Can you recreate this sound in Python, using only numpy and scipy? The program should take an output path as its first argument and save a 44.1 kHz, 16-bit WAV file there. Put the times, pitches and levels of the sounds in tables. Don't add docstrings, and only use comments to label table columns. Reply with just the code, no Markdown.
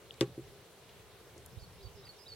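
import sys
import numpy as np
from scipy import signal
from scipy.io import wavfile

SR = 44100
rng = np.random.default_rng(int(sys.argv[2]) if len(sys.argv) > 2 else 0)


def to_wav(s):
    ch = np.atleast_2d(s).T
    pcm = np.round(np.clip(ch, -1, 1) * 32767)
    wavfile.write(sys.argv[1], SR, pcm.astype(np.int16))


N = 103635
TIME = np.arange(N) / SR


def from_db(db):
    return 10 ** (np.asarray(db) / 20)


def unit_rms(x):
    return x / np.sqrt(np.mean(x ** 2) + 1e-20)


def envelope(points):
    return from_db(np.interp(TIME, *np.transpose(points)))


def at_hz(points, hz):
    freqs, values = np.transpose(points)
    return np.interp(np.log(hz), np.log(freqs), values)


def drift(rate_hz):
    step = 40
    r = np.exp(-2 * np.pi * step * rate_hz / SR)
    slow = signal.lfilter([1], [1, -2 * r, r * r], rng.standard_normal(N // step + 2002))[2000:]
    return np.interp(np.arange(N) / step, np.arange(len(slow)), unit_rms(slow))


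def cut(x, hz, kind, order=2):
    return signal.sosfilt(signal.butter(order, hz, kind, fs=SR, output="sos"), x + 1e-18)


def ring(drive, modes):
    out = 0
    for hz, db, t60 in modes:
        r, w = from_db(-60 / (t60 * SR)), 2 * np.pi * hz / SR
        out += from_db(db) * signal.lfilter([0, np.sin(w)], [1, -2 * r * np.cos(w), r * r], drive + 1e-18)
    return out


def decay(start, t60):
    return (TIME >= start) * np.exp(-np.log(1000) * np.maximum(TIME - start, 0) / t60)


def place(x, pan_db, lag_s=0):
    return np.array([x * from_db(pan_db / 2), np.interp(TIME - lag_s, TIME, x) * from_db(-pan_db / 2)])


# frequency in Hz, left-right correlation.
COHERENCE = [(40, 0.27), (120, 0.78), (400, 0.66), (800, 0.81), (1500, 0.6), (3100, 0.48), (6500, 0.025),
             (15000, -0.19)]
# frequency in Hz, left minus right level in dB.
NOISE_BALANCE = [(40, -4), (120, 0), (400, 1.5), (1500, -0.5), (5000, 0.5), (15000, -1)]

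def banded_noise(spectrum, flicker_db):
    out, edges = 0, np.geomspace(24, 17500, 20)
    white = rng.standard_normal((2, 2, N))
    sides = np.array([[1], [-1]])
    for k, (low, high) in enumerate(zip(edges, edges[1:])):
        mid, side = cut(white[k % 2], [low, high], "band")
        hz = np.sqrt(low * high)
        alike = at_hz(COHERENCE, hz)
        gain = from_db(at_hz(spectrum, hz) + flicker_db * drift(11.3))
        balance = from_db(sides * at_hz(NOISE_BALANCE, hz) / 2)
        out += gain * balance * (np.sqrt(1 + alike) * mid + np.sqrt(1 - alike) * side * sides)
    return unit_rms(out)


# frequency in Hz, relative band level in dB.
RIVER_SPECTRUM = [(100, -13), (170, -2.5), (270, -15.5), (400, -1.5), (600, -7.5), (1000, -9.5),
                  (1600, -13.5), (4000, -13.5), (5200, -19), (10000, -20.5), (15000, -24), (16500, -28)]
# frequency in Hz, gain in dB, 60 dB decay time in seconds.
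MURMUR_MODES = [(371, -4.5, 0.067), (400.6, 3, 0.12), (445.7, 2, 0.11), (515, -1.5, 0.048)]
# time in seconds, level in dB.
MURMUR_ENVELOPE = [(0, -61), (.45, -61.5), (.75, -64.5), (1.38, -62.5), (1.68, -66), (2.35, -66)]

def water():
    stirring = np.diff(rng.standard_normal(N + 1))
    murmur = envelope(MURMUR_ENVELOPE) * unit_rms(ring(stirring, MURMUR_MODES))
    return from_db(-59) * banded_noise(RIVER_SPECTRUM, flicker_db=1.23) + murmur


# peak time in seconds, level in dB, pitch in Hz, half-width in seconds.
HUM_SWELLS = [(1.821, -55.5, 391, 0.027), (1.992, -53, 400, 0.027)]

def hums(sag_hz_per_s=700):
    out = 0
    for peak, db, hz, half_s in HUM_SWELLS:
        age = TIME - peak
        phase = 2 * np.pi * age * (hz - sag_hz_per_s * age / 2)
        out += from_db(db) * np.exp(-(age / half_s) ** 2 / 2) * np.sin(phase)
    return out


# centre time in seconds, level in dB, frequency in Hz.
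WIND_PUFFS = [(1.577, -40.5, 95), (1.627, -49, 94), (1.854, -43, 76), (1.872, -43.5, 99),
              (1.954, -52, 83.4)]
# time in seconds, level in dB.
WIND_ENVELOPE = [(0, -65), (.45, -58.5), (.75, -71), (.95, -61), (1.25, -63.5), (1.45, -57), (1.8, -58),
                 (2.05, -57), (2.18, -71), (2.33, -60)]
# frequency in Hz, relative band level in dB.
WIND_SPECTRUM = [(25, -33), (45, 0.5), (75, 2), (120, 3), (200, -11), (350, -38), (800, -36)]

def wind(puff_half_cycles=.52):
    puffs = 0
    for centre, db, hz in WIND_PUFFS:
        cycles = (TIME - centre) * hz
        puffs -= from_db(db) * np.exp(-(cycles / puff_half_cycles) ** 2 / 2) * np.sin(2 * np.pi * cycles)
    rumble = envelope(WIND_ENVELOPE) * banded_noise(WIND_SPECTRUM, flicker_db=2.5)
    return place(puffs, pan_db=-11.5, lag_s=.0015) + rumble


def whistles(notes, contour, waver=.007, flutter_db=2.3):
    out = 0
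    offset, ratio, contour_db = np.transpose(contour)
    for crest, db, hz, stretch in notes:
        age = (TIME - crest) / stretch
        pitch = hz * np.interp(age, offset, ratio) * (1 + waver * drift(152))
        level = from_db(db + np.interp(age, offset, contour_db) + flutter_db * drift(160))
        sounding = (age > offset[0]) * (age < offset[-1])
        out += level * sounding * np.sin(2 * np.pi * np.cumsum(pitch) / SR)
    return out


# crest time in seconds, level in dB, held pitch in Hz, time stretch.
ARCHED_NOTES = [(1.603, -56.5, 4410, .92), (1.830, -54.5, 4510, .88), (2.058, -50.5, 4420, 1),
                (2.287, -45, 4420, 0.97)]
THIN_NOTES = [(1.49, -70, 5320, 1), (1.714, -69, 5120, 1.3), (1.946, -63.5, 5130, 1.12),
              (2.177, -57.5, 5030, 1)]
# unstretched seconds from the crest, ratio to the held pitch, gain in dB.
ARCHED_CONTOUR = [(-.030, .86, -17), (-.016, .85, -5), (-.009, .95, -13), (-.003, 1.09, -4),
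                  (.002, 1.11, -5), (.013, 1.025, -6), (.023, 1.01, -7), (.028, 1.01, -12), (.034, 1, 1),
                  (.051, 1, -2.5), (.064, 1, -27)]
THIN_CONTOUR = [(-.020, 1.2, -25), (-.011, 1.13, -4), (0, 1.27, -18), (.013, 1.03, -2), (.023, .98, -4),
                (.042, 1, 0), (0.05, 1.02, -7), (.056, 1.06, -1), (.064, 1, -4), (.071, 0.89, -24)]

def bird():
    song = place(whistles(ARCHED_NOTES, ARCHED_CONTOUR), pan_db=-3.5, lag_s=.00004)
    song += place(whistles(THIN_NOTES, THIN_CONTOUR), pan_db=-10, lag_s=.00004)
    scatter = unit_rms(rng.standard_normal((2, N)) * decay(start=.015, t60=.34)) / np.sqrt(N)
    return song + from_db(-10) * signal.fftconvolve(song, scatter, axes=1)[:, :N]


# start in seconds, level in dB, centre in Hz, width in octaves,
# 60 dB decay time in seconds, pan in dB.
TICK_BURSTS = [(.1072, -38.5, 3150, 0.46, 0.0066, 6), (.1395, -49, 4170, 1.8, 0.015, -1),
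               (.888, -56.5, 2560, 1.5, 0.068, 0), (1.378, -51.5, 6300, 1.2, 0.017, 4),
               (1.4608, -47, 7760, 1.5, 0.01, 0), (1.4612, -46, 11200, .55, 0.0054, 2.5),
               (2.066, -55, 2440, 1, 0.051, 3)]

def ticks(rise_share=.082):
    out = 0
    for start, db, hz, octaves, t60, pan_db in TICK_BURSTS:
        edges = hz * 2 ** (np.array([-.5, .5]) * octaves)
        rise = rise_share * t60
        attack = np.clip((TIME - start) / rise, 0, 1) * (TIME < start + rise)
        burst = rng.standard_normal(N) * (attack + decay(start + rise, t60))
        burst *= np.sqrt(SR / 2 / np.diff(edges))
        snap = cut(cut(burst, edges, "band"), edges, "band")
        out += place(from_db(db) * snap, pan_db)
    return out


# time in seconds, push in dB, click in dB, hardness as a cut-off in Hz.
BLOWS = [(.2116, -19.5, -16.5, 577), (.275, -38.5, -80, 240), (0.3776, -34, -76, 425),
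         (1.362, -51, -80, 420)]
# frequency in Hz, gain in dB,
# 60 dB decay time in seconds.
HULL_MODES = [(129, -8.5, .11), (171.2, -17.5, 0.31), (312, -22, 0.045), (353, 1, 0.065), (404, -8, 0.095),
              (504.4, -6.5, 0.075), (806, -17.5, 0.13), (1126, -6, 0.11)]
CONTACT_MODES = [(1570, -24, 0.018), (2200, -19, 0.015), (2810, -12, 0.016), (3530, -2.5, 0.007),
                 (5160, -4.5, .007), (8130, -10.5, 0.005), (11300, -12.5, 0.0039), (13400, -16, 0.0027)]
# frequency in Hz, relative band level in dB.
RATTLE_SPECTRUM = [(300, -18), (650, -6), (950, 4.5), (1500, 3.5), (2300, 1), (3600, -3), (6000, -9.5),
                   (8300, -5), (9700, -24), (11500, -20), (16000, -29)]

def knocks(click_lead_s=.002, rebound_s=.0149, rattle_db=-16, pan_spread_db=1.2):
    push, impulses, tail = 0, 0, 0
    for start, push_db, click_db, hardness_hz in BLOWS:
        blow = signal.unit_impulse(N, int(start * SR))
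        push += from_db(push_db) * cut(blow, hardness_hz, "low", order=4)
        touch = start - click_lead_s
        impulses += from_db(click_db) * signal.unit_impulse(N, int(touch * SR))
        tail += from_db(click_db + rattle_db) * decay(touch, t60=.084)
    rebound = np.interp(TIME - rebound_s, TIME, push)
    push += from_db(-4) * cut(rebound, 1300, "low", order=1)
    body = 0
    for mode in HULL_MODES:
        body += place(ring(push, [mode]), pan_spread_db * rng.standard_normal(), lag_s=-.00002)
    impulses = cut(impulses, 13800, "low")
    click = ring(impulses, CONTACT_MODES[::2]) - ring(impulses, CONTACT_MODES[1::2])
    rattle = tail * banded_noise(RATTLE_SPECTRUM, flicker_db=.5)
    hull = cut(body + rattle, 118, "high", order=4)
    return hull + place(click, pan_db=5, lag_s=.000282)


def scene():
    return knocks() + ticks() + bird() + wind() + water() + hums()


def record(dry, cutoff_hz=16000):
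    return signal.sosfilt(signal.ellip(10, .1, 70, cutoff_hz, fs=SR, output="sos"), dry)


dry = scene()
out = record(dry)
to_wav(out)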